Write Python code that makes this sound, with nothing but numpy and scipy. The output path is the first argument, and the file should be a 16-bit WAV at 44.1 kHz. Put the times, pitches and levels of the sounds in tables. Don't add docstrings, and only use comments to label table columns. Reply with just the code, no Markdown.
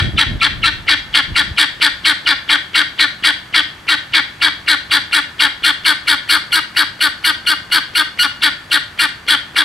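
import sys
import numpy as np
from scipy import signal
from scipy.fft import rfft, irfft, next_fast_len
from scipy.io import wavfile
from scipy.ndimage import uniform_filter1d

SR = 44100
rng = np.random.default_rng(int(sys.argv[2]) if len(sys.argv) > 2 else 0)


def int16_out(signal):
    q = np.round(np.clip(np.atleast_2d(signal).T, -1, 1) * 32767)
    wavfile.write(sys.argv[1], SR, q.astype(np.int16))


N = 425124
RUN_IN = SR // 4


# start, length and whistle hold in seconds, base rasp pitch in Hz, force in dB.
CRIES = [(-.056, 0.061, 0.017, 307, 1.5), (0.183, 0.051, 0.0165, 304.5, -0.5),
         (.418, 0.056, .023, 315.8, -2.5), (0.638, .055, 0.026, 324, -3),
         (0.886, 0.058, 0.011, 307.6, -1.5), (1.147, .057, 0.008, 303, -0.5),
         (1.362, 0.055, 0.016, 309.4, 1), (1.582, .063, 0.012, 311.5, 3), (1.818, 0.062, 0.0083, 308.2, 2),
         (2.054, 0.07, 0.0056, 310.9, 1.5), (2.269, 0.063, 0.014, 306.3, -4),
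         (2.497, 0.064, 0.0092, 309.3, -1), (2.751, 0.07, .014, 315.5, 0.5),
         (2.996, 0.058, 0.0062, 313.7, -0.5), (3.243, 0.064, 0.011, 308.8, 1.5),
         (3.545, 0.062, 0.012, 320.4, -1.5), (3.887, 0.063, 0.019, 320.6, -2),
         (4.141, 0.059, .006, 313.7, -2.5), (4.421, .065, 0.011, 314.5, -1.5),
         (4.681, 0.066, 0.011, 314.5, 1), (4.916, 0.065, 0.0099, 309.6, 2), (5.130, .068, 0.02, 313.6, 2),
         (5.401, .069, .011, 306.3, 1), (5.641, .068, 0.018, 309.3, 2.5),
         (5.855, 0.071, 0.0093, 314.2, 3.5), (6.078, 0.068, 0.016, 310.5, 2.5),
         (6.295, .078, 0.019, 321, 4.5), (6.526, 0.067, 0.029, 326.3, 3.5),
         (6.767, 0.065, 0.018, 316.2, 2.5), (7.011, .066, 0.019, 314, 3.5), (7.246, 0.065, 0.023, 319.5, 3),
         (7.470, 0.066, 0.03, 322.4, 2), (7.720, 0.068, 0.024, 323.2, 3), (7.955, 0.068, 0.025, 321, 3),
         (8.193, 0.07, 0.043, 308, 1.5), (8.426, 0.059, 0.012, 305.3, 1), (8.718, 0.058, 0.016, 313, 3.5),
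         (8.995, 0.064, .022, 320.2, 3.5), (9.284, .069, 0.019, 309.5, 2.5), (9.565, 0.06, 0.015, 320, 1.5)]
# time in seconds, keenness from 0 to 1.
KEENNESS = [(.7, 0.01), (2.0, .35), (3.0, 0.21), (5.6, .5), (6.3, 0.76), (7.4, 0.99), (8.2, 0.97),
            (8.45, 0.65), (9.6, 0.68)]

def guineafowl():
    out = np.zeros(RUN_IN + N + SR)
    t = np.arange(-SR // 36, SR // 10) / SR
    for start_s, *shape in CRIES:
        keenness, = columns_at(KEENNESS, start_s)
        start = RUN_IN + round((start_s + t[0]) * SR)
        out[start:start + len(t)] += cry(t, keenness, *shape)
    return out


# share of its length, frequency ratios of rasp and throat,
# then level offsets in dB of throat, bright edge and deep note.
CRY_COURSE = [(0, 1.02, 1.07, 1, 2, -1.5), (.25, 1.015, 1.128, 5, 4.5, -3), (.48, 1.0, 1.066, 3, 4.5, 0),
              (.72, .975, 1.015, 6.5, 1, -3.5), (.93, .935, 0.962, 4, -6.5, -.5),
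              (1.2, 0.882, .78, 9.5, -7, -1)]

def cry(t, keenness, length, hold, rasp_hz, force_db):
    share = t / length
    sag, glide, throat_arc, edge_arc, deep_arc = columns_at(CRY_COURSE, share)
    tilt_db = by_keenness(-0.9, 2.5, keenness) + 0.1 * force_db
    roughness = from_db(2.5 * rng.standard_normal()) * (1 - 0.41 * fade(share - 0.7, 0.15))
    pitch_hz = rasp_hz * sag * (1 + 0.012 * wobble(70, len(t)))
    pulses, slow_phase = rasp(pitch_hz, jitter=0.03 * roughness, shimmer_db=2.6, breath=0.5 * roughness)
    throb = np.sin(2 * np.pi * (62 * t + rng.random() + 0.2 * wobble(55, len(t))))

    throat_db = by_keenness(-19, -18, keenness) + 0.06 * force_db + throat_arc
    voice = from_db(throat_db) * throat(pulses, length, glide, keenness)
    voice += beak(pulses, share, glide, throb, tilt_db, keenness)
    extra_hold_s = hold - 0.016
    under_whistle = from_db(-7.5 - 348 * extra_hold_s)
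    rasp_gain = under_whistle + (0.92 - under_whistle) * fade(t - hold, 0.0097)
    voice = butterworth(voice, 6, 791, "high") * rasp_gain
    voice += from_db(-31.5 + force_db + edge_arc + 2.6 * throb) * bright_edge(pulses, tilt_db)
    voice *= fade(t - 0.001, 0.0074) * fade(length + 0.0023 - t, 0.0036)

    deep = from_db(deep_arc - 30) * deep_note(slow_phase)
    deep *= fade(t - hold, 0.018) * fade(length + 0.0097 - t, 0.0053)
    whistle_db = by_keenness(-19, -22, keenness) + 88 * extra_hold_s
    whistle_hz = by_keenness(1335, 1436, np.sqrt(keenness))
    note = from_db(whistle_db) * whistle(t, hold, whistle_hz, tilt_db, slow_phase)
    return chirp(t, keenness) + tick(t) + note + voice + deep


def rasp(pitch_hz, jitter, shimmer_db, breath):
    size = len(pitch_hz)
    cycles = np.cumsum(pitch_hz) / SR
    uneven = np.maximum.accumulate(cycles + jitter * wobble(330, size))
    slaps = np.diff(np.floor(uneven), prepend=np.floor(uneven[0]))
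    slaps *= from_db(shimmer_db * wobble(270, size))
    puffs = rng.standard_normal(size) * (1 + np.cos(2 * np.pi * uneven)) ** 2
    return rms_one(slaps) + breath * rms_one(puffs), 2 * np.pi * cycles


def throat(pulses, length, glide, keenness):
    usual_length_s, drop_hz_per_s = 0.065, 5300
    hz = by_keenness(1703, 1528, keenness) - drop_hz_per_s * (length - usual_length_s)
    return evened(resonance(pulses, hz * glide, width_hz=306))


# centre and width in Hz, then relative level in dB
FORMANTS = [(909.5, 89, -8, -15, -17), (1166, 152, -4.5, -9.5, -11.5), (2210, 128, 4.5, -1.5, -5),
            (2967, 510, 7.5, -21, -3), (3380, 290, 3, 3, -0.5), (3882, 294, 3, 3, -5),
            (4318, 387, 5, 1, -6)]

def beak(pulses, share, glide, throb, tilt_db, keenness):
    closing = glide ** (0.5 * fade(share - 0.72, 0.1))
    out = np.zeros(len(pulses))
    for hz, width_hz, *arc_db in FORMANTS:
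        level_db = by_keenness(-16, -20.5, keenness) + np.interp(share, [0.12, 0.5, 0.9], arc_db)
        level_db += 6.35 * throb * np.exp(-((hz - 3500) / 600) ** 2)
        level_db += 1.1 * tilt_db * max(np.log2(hz / 3000), 0)
        level_db += by_keenness(-2, 3, keenness) * (hz > 4100)
        level_db += 1.1 * rng.standard_normal()
        centre_hz = hz * closing * (1 + 0.015 * rng.standard_normal())
        out += from_db(level_db) * evened(resonance(pulses, centre_hz, width_hz))
    return out


# frequency in Hz, relative spectral level in dB.
EDGE_SPECTRUM = [(3500, -44), (5000, -8), (5800, 6), (6700, -6), (7800, 5.5), (9000, 4.5), (9800, 0),
                 (10800, 0.5), (12500, -10.5), (15500, -26)]

def bright_edge(pulses, tilt_db):
    hiss = pulses + 1.23 * rng.standard_normal(len(pulses))
    tilted = [(hz, db + 5.5 * tilt_db * np.log2(hz / 8000)) for hz, db in EDGE_SPECTRUM]
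    return evened(butterworth(coloured(hiss, tilted), 6, 1740, "high"), size=160)


# harmonic number, relative level in dB.
DEEP_HARMONICS = [(1, 1.5), (2, -9.5), (3, -0.5), (4, 1.5), (5, 5.5)]

def deep_note(phase):
    shaken = phase + 0.15 * wobble(263.7, len(phase))
    return sum(from_db(db) * np.sin(round(k) * shaken) for k, db in DEEP_HARMONICS)


# harmonic number, relative level in dB before the tilt.
WHISTLE_HARMONICS = [(1, 2), (2, 5), (3, 1), (4, -17), (6, -35), (7, -32), (8, -37)]

def whistle(t, hold, hz, tilt_db, slow_phase):
    breaking = fade(t - hold, 0.0068)
    waver = 0.0097 * (1 + 2 * breaking) * wobble(505, len(t))
    pitch_hz = hz * (1 + 0.065 * breaking + waver)
    phase = 2 * np.pi * np.cumsum(pitch_hz) / SR + (0.16 + 1.5 * breaking) * np.sin(slow_phase)
    db_per_octave = tilt_db / 2 - 4 * breaking
    note = sum(from_db(db + db_per_octave * np.log2(k)) * np.sin(round(k) * phase)
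               for k, db in WHISTLE_HARMONICS)
    tremolo = 1 + 0.36 * (0.43 + breaking) * np.cos(slow_phase)
    return np.sqrt(2) * note * tremolo * fade(t, 0.002) * fade(hold + 0.0031 - t, 0.0073)


# time from the cry's start in seconds before stretching, centre in Hz, relative level in dB.
CHIRP_PATH = [(-.012, 3200, -20), (-.006, 3020, -6), (-.003, 2720, 3.5), (.001, 2290, 1), (.008, 2210, -7)]

def chirp(t, keenness):
    path_time = t / by_keenness(1.33, 0.82, keenness)
    hz, db = columns_at(CHIRP_PATH, path_time)
    hz *= 1 + 0.066 * rng.standard_normal() + 0.063 * wobble(401, len(t))
    swoop = evened(resonance(rng.standard_normal(len(t)), hz, width_hz=280), size=200)
    envelope = fade(path_time + 0.015, 0.0032) * fade(0.009 - path_time, 0.0022)
    return from_db(db + by_keenness(-13.5, -16.5, keenness)) * envelope * swoop


# frequency in Hz, relative spectral level in dB.
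TICK_SPECTRUM = [(80, -1), (300, 4), (900, -3.5), (2200, 7), (3300, -8), (4500, -2)]

def tick(t):
    noise = rms_one(coloured(rng.standard_normal(len(t)), TICK_SPECTRUM))
    envelope = np.exp(-((t + 0.0167) / 0.0026) ** 2)
    return butterworth(from_db(-26) * noise * envelope, 4, 4500, "low")


# centre of a cancelled band in Hz, its width in Hz.
GROUND_NOTCHES = [(2040, 35), (2600, 182), (3620, 11)]

def over_ground(x):
    for hz, width_hz in GROUND_NOTCHES:
        x = signal.lfilter(*signal.iirnotch(hz, hz / width_hz, fs=SR), x)
    return x


# delay in seconds, level in dB relative to the direct sound.
TRUNK_ECHOES = [(.052, -24), (.084, -46)]

def woodland(x):
    response = from_db(-14) * scatter(t60=0.1, delay=0.008)
    response += from_db(-14.5) * scatter(t60=0.27, delay=0.043)
    response += from_db(-27) * scatter(t60=0.89, delay=0.07)
    response[:, 0] += 1
    for delay, db in TRUNK_ECHOES:
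        response[:, round(delay * SR)] += from_db(db)
    return signal.fftconvolve(x[None], response, axes=1)


# frequency in Hz, gain in dB.
WOOD_SPECTRUM = [(200, -13), (330, 1.5), (600, 7.5), (1000, -4), (1450, 0.5), (1850, 6), (2300, 3.5),
                 (2900, 4), (4400, 2), (6000, 3), (9000, -5), (15000, -32)]

def scatter(t60, delay):
    t = np.arange(SR) / SR
    tail = rng.standard_normal((2, SR)) * from_db(-60 * t / t60) * fade(t - delay, delay / 3)
    mid, side = coloured(tail / np.sqrt(np.sum(tail[0] ** 2)), WOOD_SPECTRUM)
    return 0.8 * mid + 0.57 * side * np.array([[1], [-1]])


# frequency in Hz, level of left over right in dB.
LEVEL_DIFFERENCE = [(100, 1), (300, 3.9), (700, 5.3), (1300, 5.3), (1900, 2.8), (2600, 0.55), (4400, 2.3),
                    (8000, 0.46), (15000, .4)]
# frequency in Hz, phase lead of left over right in radians.
PHASE_DIFFERENCE = [(0, 0), (1640, -0.51), (2070, 0.83), (2500, -1.28), (2760, -0.3), (3620, 0.12),
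                    (5000, 0.26), (6030, -0.83), (15200, 0.13)]

def microphone_ports(x):
    size = next_fast_len(x.shape[-1])
    hz = np.fft.rfftfreq(size, 1 / SR)
    left = from_db(at_hz(LEVEL_DIFFERENCE, hz) / 2) * np.exp(0.5j * at_hz(PHASE_DIFFERENCE, hz))
    return irfft(rfft(x, size) * np.array([left, 1 / left]), size)


# frequency in Hz, relative spectral level in dB.
RUMBLE_SPECTRUM = [(12, -36), (20, 10.5), (139, 0.5), (231, -7), (335, -12.5), (414, -20), (492, -25.5),
                   (600, -21), (780, -29), (1320, -120)]
# start in seconds, length in seconds, level in dB.
HAND_SLIDES = [(0.008, 0.091, -15.5), (0.132, .05, -17.5), (0.264, 0.12, -20), (0.472, 0.19, -27.5),
               (0.682, 0.13, -33), (1.278, 0.074, -27), (1.405, 0.14, -31)]
# start in seconds, level in dB.
HAND_KNOCKS = [(0.021, -10), (.072, -12), (.143, -33), (0.276, -18), (0.319, -23), (1.319, -8.5),
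               (1.513, -10)]

def handling():
    t = np.arange(N) / SR
    swing_db, calming_db_per_s, rest_s = -29, 9, 2.15
    level = from_db(swing_db - calming_db_per_s * t) * fade(rest_s - t, 0.1)
    for start, length, db in HAND_SLIDES:
        slide = from_db(db) * fade(t - start, 0.0067) * fade(start + length - t, 0.021)
        level = np.hypot(level, slide)
    out = level * stereo_noise(RUMBLE_SPECTRUM, width=0.5)
    for start, db in HAND_KNOCKS:
        age = np.clip(t - start, 0, 1)
        out += from_db(db) * np.sin(2 * np.pi * 80 * age) * np.exp(-age / 0.0055)
    return butterworth(out, 2, 48, "high")


# frequency in Hz, relative spectral level in dB.
AIR_SPECTRUM = [(20, -4), (110, -11.5), (300, 9), (450, 1), (900, 6), (1700, 9.5), (2500, 2), (3300, -4),
                (6000, -9.5), (11000, -15.5), (15500, -23)]

def outdoor_background():
    air = from_db(-40.5) * stereo_noise(AIR_SPECTRUM, width=0.41)
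    hum_hz_db = [(20, -19), (60, -2.5), (115, -1.5), (200, -5), (400, -20), (1500, -43), (8000, -80)]
    return air + from_db(-44.5) * stereo_noise(hum_hz_db, width=0.078)


def by_keenness(calm, keen, keenness):
    return calm + (keen - calm) * keenness


def from_db(db):
    return 10 ** (np.asarray(db) / 20)


def rms_one(x):
    return x / np.sqrt(np.mean(x ** 2) + 1e-20)


def evened(x, size=500):
    return x / np.sqrt(np.abs(uniform_filter1d(x ** 2, size=size)) + 1e-9 * np.mean(x ** 2))


def columns_at(rows, x):
    first, *columns = np.transpose(rows)
    return [np.interp(x, first, c) for c in columns]


def at_hz(points, hz):
    f, value = np.transpose(points)
    return np.interp(np.log(hz + 1), np.log(f), value)


def coloured(x, spectrum):
    size = next_fast_len(x.shape[-1])
    gain = from_db(at_hz(spectrum, np.fft.rfftfreq(size, 1 / SR)))
    return irfft(rfft(x, size) * gain, size)[..., :x.shape[-1]]


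def butterworth(x, order, hz, kind):
    return signal.sosfilt(signal.butter(order, hz, kind, fs=SR, output="sos"), x)


def resonance(x, hz, width_hz):
    carrier = np.exp(2j * np.pi * np.cumsum(hz) / SR)
    r = np.exp(-np.pi * width_hz * np.sqrt(2) / SR)
    return (signal.lfilter([1], [1, -2 * r, r * r], x / carrier) * carrier).real


def wobble(rate, size):
    knots = np.arange(size) * rate / SR
    return rms_one(np.interp(knots, np.arange(size), rng.standard_normal(size)))


def fade(t, width):
    return (1 + np.tanh(t / width)) / 2


def stereo_noise(spectrum, width):
    mid, side = rms_one(coloured(rng.standard_normal((2, N)), spectrum))
    return mid + width * side * np.array([[1], [-1]])


def scene():
    bird = microphone_ports(woodland(over_ground(guineafowl())))[:, RUN_IN:RUN_IN + N]
    return from_db(0.45) * bird + outdoor_background() + handling()


def record(dry):
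    rounded = dry / (1 + dry ** 6) ** (1 / 6)
    low_pass = signal.firwin(255, cutoff=15700, fs=SR)
    return signal.fftconvolve(rounded, low_pass[None], "same", axes=1)


dry = scene()
out = record(dry)
int16_out(out)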